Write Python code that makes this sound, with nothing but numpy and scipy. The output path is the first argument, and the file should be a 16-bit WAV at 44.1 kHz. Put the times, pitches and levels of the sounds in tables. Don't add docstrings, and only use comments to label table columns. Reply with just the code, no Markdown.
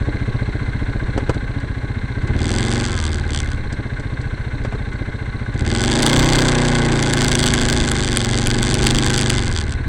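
import sys
import numpy as np
from scipy import signal
from scipy.fft import rfft, irfft
from scipy.io import wavfile
from scipy.ndimage import uniform_filter1d

SR = 44100
rng = np.random.default_rng(int(sys.argv[2]) if len(sys.argv) > 2 else 0)


def dump(signal):
    limited = np.clip(np.atleast_2d(signal).T, -1, 1)
    pcm = np.round(limited * 32767).astype(np.int16)
    wavfile.write(sys.argv[1], SR, pcm)


N = 435708
T = np.arange(N) / SR


def gain_of(db):
    return 10 ** (np.asarray(db) / 20)


def evened(x):
    return x / np.sqrt(np.mean(x ** 2) + 1e-20)


def steadied(x, size):
    power = uniform_filter1d(uniform_filter1d(x ** 2, size), size)
    return x / np.sqrt(abs(power) + 1e-12)


def curve(rows):
    times, values = np.transpose(rows)
    return np.interp(T, times, values)


def wander(hz):
    rolloff = 1 + (np.fft.rfftfreq(N, 1 / SR) / hz) ** 4
    return evened(irfft(rfft(rng.standard_normal(N)) / rolloff, N))


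def coloured(x, points):
    hz, db = np.transpose(points)
    bins = abs(np.fft.fftfreq(8192, 1 / SR)) + 1
    log_gain = np.log(gain_of(np.interp(np.log(bins), np.log(hz), db)))
    taps = np.fft.ifft(np.exp(np.conj(signal.hilbert(log_gain)))).real[:4096]
    return signal.oaconvolve(x, taps)[:len(x)]


def ring(x, modes):
    return sum(gain_of(db) * signal.lfilter(*signal.iirpeak(hz, hz / width, SR), x)
               for hz, width, db in modes)


def lobe(cycle, angle, width):
    distance = (cycle - angle + .5) % 1 - .5
    return np.exp(-.5 * (distance / width) ** 2)


def strokes(cycle, angle, scatter, spread_db):
    turn = np.arange(int(cycle[-1]) + 1)
    shift, strength = rng.standard_normal((len(turn), 2)).T
    at = np.searchsorted(cycle, turn + angle + scatter * shift)
    gain = gain_of(spread_db * np.minimum(strength, 1.5))
    return np.bincount(at, gain * (at > 0), N + 1)[:N]


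def impulses(rows):
    at = [round(row[0] * SR) for row in rows]
    return np.bincount(at, [gain_of(row[1]) for row in rows], N)[:N]


def burst(hits, decay):
    r = np.exp(-2 / (decay * SR))
    power = signal.lfilter([1 - r], [1, -r], hits ** 2)
    return np.sqrt(power + 1e-20) * rng.standard_normal(N)


def unit_peak(points):
    return 1 / abs(coloured(signal.unit_impulse(2048), points)).max()


# (time [s], firing rate [Hz])
FIRING_RATE = [(0.0, 14.42), (0.27, 15.04), (1.46, 14.59), (2.2, 15.12), (2.6, 22.79), (2.83, 23.98),
               (3.03, 19.43), (3.48, 17.43), (3.7, 15.25), (4.28, 14.54), (5.55, 14.96), (5.74, 21.41),
               (6.11, 30.35), (6.27, 31.26), (6.83, 29.51), (7.16, 27.23), (7.81, 26.75), (8.18, 23.15),
               (8.61, 23.88), (8.91, 25.99), (9.34, 24.91), (9.7, 17.5), (9.88, 16.14)]
IDLE_HZ, FULL_HZ = 15, 30


def revs():
    return (curve(FIRING_RATE) - IDLE_HZ) / (FULL_HZ - IDLE_HZ)


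def push():
    return uniform_filter1d(np.gradient(revs()) * SR, size=4400)


INERTIA_S = 0.086


def load():
    return np.clip(revs() + INERTIA_S * push(), 0, 1.06)


IN_GEAR_S, NEUTRAL_THUMP_DB, NEUTRAL_CLATTER_DB = 1.39, 3, 1.5


def neutral():
    return np.clip((IN_GEAR_S - T) / 0.11 + .5, 0, 1)


# (time [s], level [dB])
GROUND_JOLTS = [(0, -8), (2.7, -7.5), (5.5, -8.5), (6.2, -2), (6.85, -15.5), (7.3, 1), (8.1, -2.5),
                (8.85, 2), (9.3, -2.5), (9.88, -5)]
RUMBLE_DB = -23


def rumble():
    noise = coloured(rng.standard_normal(N), [(6, -14), (20, 3), (45, 0), (100, -5.5), (200, -11),
                                              (500, -23), (2000, -96.5)])
    return gain_of(RUMBLE_DB + curve(GROUND_JOLTS) + 1.65 * wander(hz=20)) * evened(noise)


# (time [s], strike level [dB])
BODY_CLANKS = [(6.0243, -10), (6.0632, -2.5), (6.098, -7), (6.4502, -22), (7.0264, -12.5), (7.1359, -3.5),
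               (7.2818, -7.5), (7.316, -8), (7.353, -3.5), (7.3895, -11), (7.538, -4.5), (7.6869, -9),
               (7.9163, -8), (8.1714, -2), (8.471, -4.5), (8.742, -4), (8.8688, -4), (9.103, -10.5),
               (9.1338, -19), (9.1782, -6.5), (9.212, -7), (9.302, -4.5)]
# (frequency [Hz], gain [dB])
CLANK_SPECTRUM = [(200, -42), (900, -24), (1600, -1), (2200, -3), (3200, 0.5), (4000, -9), (6000, -5),
                  (8200, -6), (10500, -7), (12500, -30)]


def clanks():
    hits = impulses(BODY_CLANKS)
    strike = hits + 2.42 * burst(hits, decay=0.0011)
    return gain_of(-2.5) * unit_peak(CLANK_SPECTRUM) * coloured(strike, CLANK_SPECTRUM)


# (time [s], strike level [dB])
SMALL_TICKS = [(1.343, -34), (1.601, -39), (2.221, -41), (2.273, -33), (3.7254, -28.5), (3.9968, -34),
               (4.2138, -36), (4.6379, -39), (4.9302, -40), (5.54, -37)]


def ticks():
    edges = impulses([(s, db + lift_db - 32.5) for s, db, lift_db in GEAR_KNOCKS])
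    puffs = 4.1 * burst(impulses(SMALL_TICKS) + edges, decay=0.0081)
    return unit_peak(RATTLE_SPECTRUM) * coloured(puffs, RATTLE_SPECTRUM)


# (frequency [Hz], width [Hz], level [dB])
FRAME_MODES = [(120, 52, 7), (252, 50, -3), (410, 92, -16), (634, 28, -4), (1170, 130, -10),
               (1440, 88, -13)]
FRAME_DB = -3.5


def frame():
    blunt = signal.butter(2, 2000, fs=SR, output="sos")
    blows = signal.sosfilt(blunt, -impulses(GEAR_KNOCKS))
    peak = abs(ring(signal.unit_impulse(2048), FRAME_MODES)).max()
    return gain_of(FRAME_DB) / peak * ring(blows, FRAME_MODES)


# (time [s], strike level [dB], treble lift [dB])
GEAR_KNOCKS = [(1.1778, -4.5, 8.5), (1.2948, -1.5, 6), (1.348, -19, 0), (4.649, -10, 9), (4.725, -12.5, -9),
               (4.749, -16, -12)]
# (frequency [Hz], gain [dB])
CLUNK_SPECTRUM = [(20, -85), (70, -3), (180, 10.5), (450, 18), (800, 9), (1500, 7), (2600, -7), (4500, -19),
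                  (9000, -25), (12500, -54)]


def clunks():
    blows = impulses(GEAR_KNOCKS)
    blows = blows - .5 * np.roll(blows, round(0.00585 * SR))
    strike = 0.61 * blows + 0.64 * burst(blows, decay=0.0085)
    return unit_peak(CLUNK_SPECTRUM) * coloured(strike, CLUNK_SPECTRUM)


WHINE_S, WHINE_LENGTH_S, WHINE_DB = 2.8, .32, -38


def whine(cycle):
    mesh = sum(np.cos(2 * np.pi * teeth * cycle + .8 * wander(hz=40)) for teeth in (49.5, 61))
    age = np.clip((T - WHINE_S) / WHINE_LENGTH_S, 0, 1)
    swell = np.sqrt(4 * age * (1 - age))
    return gain_of(WHINE_DB) * swell * mesh


# (angle [cycle], width [cycle], frequency [Hz], resonance width [Hz], level [dB])
CASING_CHUFFS = [(0.44, .05, 4040, 550, -55), (0.89, .05, 1582, 330, -46.5), (0.38, 0, 2090, 200, -48)]


def chuffs(cycle):
    out = 0
    for angle, width, hz, width_hz, db in CASING_CHUFFS:
        mode = [(hz, width_hz, 0)]
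        puffs = lobe(cycle, angle, width) * rng.standard_normal(N)
        out = out + gain_of(db) * evened(ring(ring(puffs, mode), mode))
    return out * gain_of(NEUTRAL_CLATTER_DB * neutral())


# (frequency [Hz], width [Hz], level [dB])
CASING_MODES = [(836, 32, 5), (1020, 46, 1.5), (1098, 42, 5), (1497, 13.6, 10.5), (1565, 63, 9.5),
                (1646, 21, 8), (1880, 130, -27), (2059, 64, 8.5), (2590, 31, -8), (2970, 30, -16),
                (3266, 73, -6.5), (3636, 120, -6), (4015, 67, -5)]
# (frequency [Hz], gain [dB])
CASING_WASH = [(100, -27), (400, 1), (700, -9.5), (1280, -9.5), (1900, -5.5), (2500, -23), (4300, -24),
               (4900, -33), (6000, -25), (6900, -33), (8100, -25), (10000, -38.5), (12000, -56)]
CLATTER_DB, CLATTER_SPEED_DB, CLATTER_LOAD_DB = -37, 6.5, 4.5


def clatter(cycle):
    shake = .5 + 0.87 * lobe(cycle, angle=0.84, width=0.079)
    shake = shake + 1.14 * lobe(cycle, angle=0.349, width=0.024) + 0.55 * lobe(cycle, angle=0.051, width=0.14)
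    taps = strokes(cycle, angle=.85, scatter=.012, spread_db=-4.5)
    taps = taps + 1.27 * strokes(cycle, angle=.44, scatter=.02, spread_db=14.0)
    drive = evened(shake * rng.standard_normal(N)) + 0.21 * evened(burst(taps, decay=0.0022))
    drive = coloured(drive, [(200, -19), (700, 2), (4200, 1.5), (5000, -17.5), (9000, -17), (12000, -83)])
    ringing = gain_of(-.5) * evened(ring(drive, CASING_MODES))
    wash = gain_of(-3.0) * evened(coloured(shake ** 0.25 * rng.standard_normal(N), CASING_WASH))
    level = CLATTER_DB + CLATTER_SPEED_DB * revs() + CLATTER_LOAD_DB * load()
    return gain_of(level + NEUTRAL_CLATTER_DB * neutral()) * (ringing + wash)


# (time [s], half length [s], level [dB])
DRIVE_SNATCHES = [(2.999, 0.03, -34), (3.056, 0.018, -34.5), (3.152, 0.035, -36.5), (3.36, 0.047, -25.5),
                  (3.496, 0.058, -41.5), (5.6, .025, -40), (9.585, 0.036, -27.5), (9.712, 0.029, -30.5)]
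RATTLE_DB, RATTLE_POWER, RATTLE_JOLT, RATTLE_FROM_HZ = -21.5, 0.91, 0.47, 18


def rattle_strength():
    turning = np.clip((curve(FIRING_RATE) - RATTLE_FROM_HZ) / 1.62, 0, 1)
    steady = turning * load() ** RATTLE_POWER * gain_of(RATTLE_DB + RATTLE_JOLT * curve(GROUND_JOLTS))
    snatches = sum(gain_of(db) * np.exp(-((T - s) / half) ** 2) for s, half, db in DRIVE_SNATCHES)
    return (steady + snatches) * gain_of(1.7 * wander(hz=15.5))


# (frequency [Hz], gain [dB])
RATTLE_SPECTRUM = [(300, -15.5), (1500, 1), (2600, -3.5), (3400, 6), (3950, -1.5), (4700, 5), (5450, -5.5),
                   (6050, 1), (6700, -4), (8000, 2), (9100, -9.5), (10300, -17), (11400, -28), (12600, -66)]


def rattle(cycle):
    fast = np.clip((curve(FIRING_RATE) - 21) / 8, .15, 1)
    quarters = [(.10, 6.5), (.345, 3.5), (.595, -2), (.845, 11.5)]  # (angle [cycle], level [dB])
    bounces = [(.225, -24), (.49, -47), (.73, 6.5), (.94, -13)]  # (angle [cycle], level [dB])
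    slaps = sum(gain_of(db * np.sqrt(fast)) * strokes(cycle, angle, scatter=.004, spread_db=3)
                for angle, db in quarters)
    slaps = slaps + fast * sum(gain_of(db) * strokes(cycle, angle, scatter=.01, spread_db=4)
                               for angle, db in bounces)
    crack = slaps + .4 * burst(slaps, decay=.0007)
    housing = ring(burst(slaps, decay=0.0016), [(3570, 390, -3.0), (4240, 67, -34), (2600, 610, -33),
                                                (6000, 7400, -8)])
    sound = coloured(crack + housing, RATTLE_SPECTRUM)
    return rattle_strength() * steadied(sound, size=2000)


# (multiple of the firing rate, level at full speed before the airbox [dB], slope [dB/octave])
DRONE_ORDERS = [(1, -22, 30), (2, -23.5, 3), (3, -31.5, -3), (4, -22, 3), (5, -22.5, 11), (6, -41.5, -21.5),
                (7, -35.5, 12.5)]
# (frequency [Hz], gain [dB])
AIRBOX_RESPONSE = [(30, -3.5), (62, -5), (76, 1), (94, -5.5), (108, -5.5), (122, 1.5), (155, 0), (190, 4),
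                   (220, -7)]


def drone(cycle):
    speed, above_idle = curve(FIRING_RATE), np.clip((revs() - .03) / 0.11, 0, 1)
    out = 0
    for k, db, octave_db in DRONE_ORDERS:
        order = round(k)
        airbox_db = np.interp(order * speed, *np.transpose(AIRBOX_RESPONSE))
        level = db + octave_db * np.log2(speed / FULL_HZ) + airbox_db
        offset = (order - 1) / len(DRONE_ORDERS) / 2
        out = out + gain_of(level + 1.0 * wander(hz=1.5)) * np.cos(2 * np.pi * order * (cycle - offset))
    return np.sqrt(2) * above_idle * out


# (frequency [Hz], level [dB])
EXHAUST_OVERTONES = [(370, -65), (430, -43), (570, -38), (700, -45), (830, -43), (1100, -46), (1300, -54)]
OVERTONE_POWER = 2.87


def overtones(cycle):
    speed, out = curve(FIRING_RATE), 0
    for order in range(13, 42):
        spread = order ** 2 * np.sqrt(2)
        level = np.interp(order * speed, *np.transpose(EXHAUST_OVERTONES))
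        out = out + gain_of(level) * np.cos(2 * np.pi * (order * cycle + spread))
    return np.sqrt(2) * load() ** OVERTONE_POWER * out


# (frequency [Hz], gain [dB])
THUMP_SPECTRUM = [(10, -43), (28, -11), (45, -32), (75, -5), (122, 6.5), (140, 2.5), (165, -7), (212, -12),
                  (280, 3), (345, -12.5), (430, -8), (600, -17), (1200, -26), (3000, -82)]
THUMP_DB, THUMP_PUSH_DB, THUMP_FADE_HZ, THUMP_FADE_DB_PER_HZ = -22, 3.5, 17.1, 1.06


def thump(cycle):
    puff = lobe(cycle, angle=.13, width=.024)
    gulp = lobe(cycle, angle=.351, width=.022)
    exhaust = ring(puff, [(127.6, 34.8, 0.5), (245, 58, 2), (278.2, 4.5, 9.5)]) - ring(puff, [(146, 240, -7.0)])
    intake = ring(gulp, [(59.6, 10.7, -10.5)]) - ring(gulp, [(44.2, 37.0, -10.5)])
    chuff = ring(strokes(cycle, angle=0.26, scatter=0.01, spread_db=5.0),
                 [(197, 13, -21), (309, 42, 1.5), (406, 28, -5), (584, 43, -11.0)])
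    chuff = signal.sosfilt(signal.butter(4, 800, fs=SR, output="sos"), chuff)
    swirl = coloured(lobe(cycle, angle=0.26, width=0.23) * rng.standard_normal(N), THUMP_SPECTRUM)
    gas = evened(exhaust + intake) + gain_of(-18) * evened(chuff) + gain_of(-13) * evened(swirl)
    fade = THUMP_FADE_DB_PER_HZ * np.maximum(curve(FIRING_RATE) - THUMP_FADE_HZ, 0)
    level = THUMP_DB + NEUTRAL_THUMP_DB * neutral() + THUMP_PUSH_DB * np.tanh(push() / .5) - fade
    return gain_of(level + 0.46 * wander(hz=24)) * gas


# (frequency [Hz], width [Hz], level [dB])
SILENCER_MODES = [(241, 16, 10), (280, 24, -3), (313, 22, 3), (370, 32, 1.5), (495, 30, -11),
                  (560, 30, -12), (620, 36, -9.5), (715, 35, -16), (817, 17, -3.5), (930, 40, -20),
                  (1020, 40, -21)]
# (frequency [Hz], gain [dB])
GAS_SPECTRUM = [(60, -36), (180, -3), (330, 5), (450, -7), (700, -12.5), (1050, -12), (1400, -13.5),
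                (2400, -9), (3400, -16), (4800, -31), (9000, -45), (12000, -63)]
ROAR_DB, ROAR_POWER, RUSH_POWER = -23, 1, 1.03


def roar(cycle):
    pulses = strokes(cycle, angle=.17, scatter=.001, spread_db=.6)
    delays = np.arange(len(SILENCER_MODES)) * .0113 % .03
    pipe = sum(np.roll(ring(pulses, [mode]), round(delay * SR)) for mode, delay in zip(SILENCER_MODES, delays))
    pipe = coloured(pipe, [(90, -30), (170, -16), (225, 0), (400, 0), (600, -2), (1000, -2), (1500, -14),
                           (5000, -55), (12000, -90)])
    flow = 0.098 + lobe(cycle, angle=0.16, width=0.021) + .5 * lobe(cycle, angle=.92, width=.12)
    rush = coloured(flow * rng.standard_normal(N), GAS_SPECTRUM)
    boom = gain_of(3.0) * load() ** ROAR_POWER * steadied(pipe, size=6000)
    gas = gain_of(-6.5) * load() ** RUSH_POWER * evened(rush)
    return gain_of(ROAR_DB) * (boom + gas)


def scene():
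    cycle = np.cumsum(curve(FIRING_RATE)) / SR
    surroundings = rumble() + clanks() + ticks() + frame() + clunks()
    mechanics = whine(cycle) + chuffs(cycle) + clatter(cycle) + rattle(cycle)
    exhaust = drone(cycle) + overtones(cycle) + thump(cycle) + roar(cycle)
    return (surroundings + mechanics + exhaust)[None]


EDGE_HZ = 16300


def record(dry):
    clipped = np.clip(dry, -.72, .72)
    lowpass = signal.firwin(511, EDGE_HZ, window=("kaiser", 9), fs=SR)
    return signal.oaconvolve(clipped, lowpass[None], "same")


dry = scene()
out = record(dry)
dump(out)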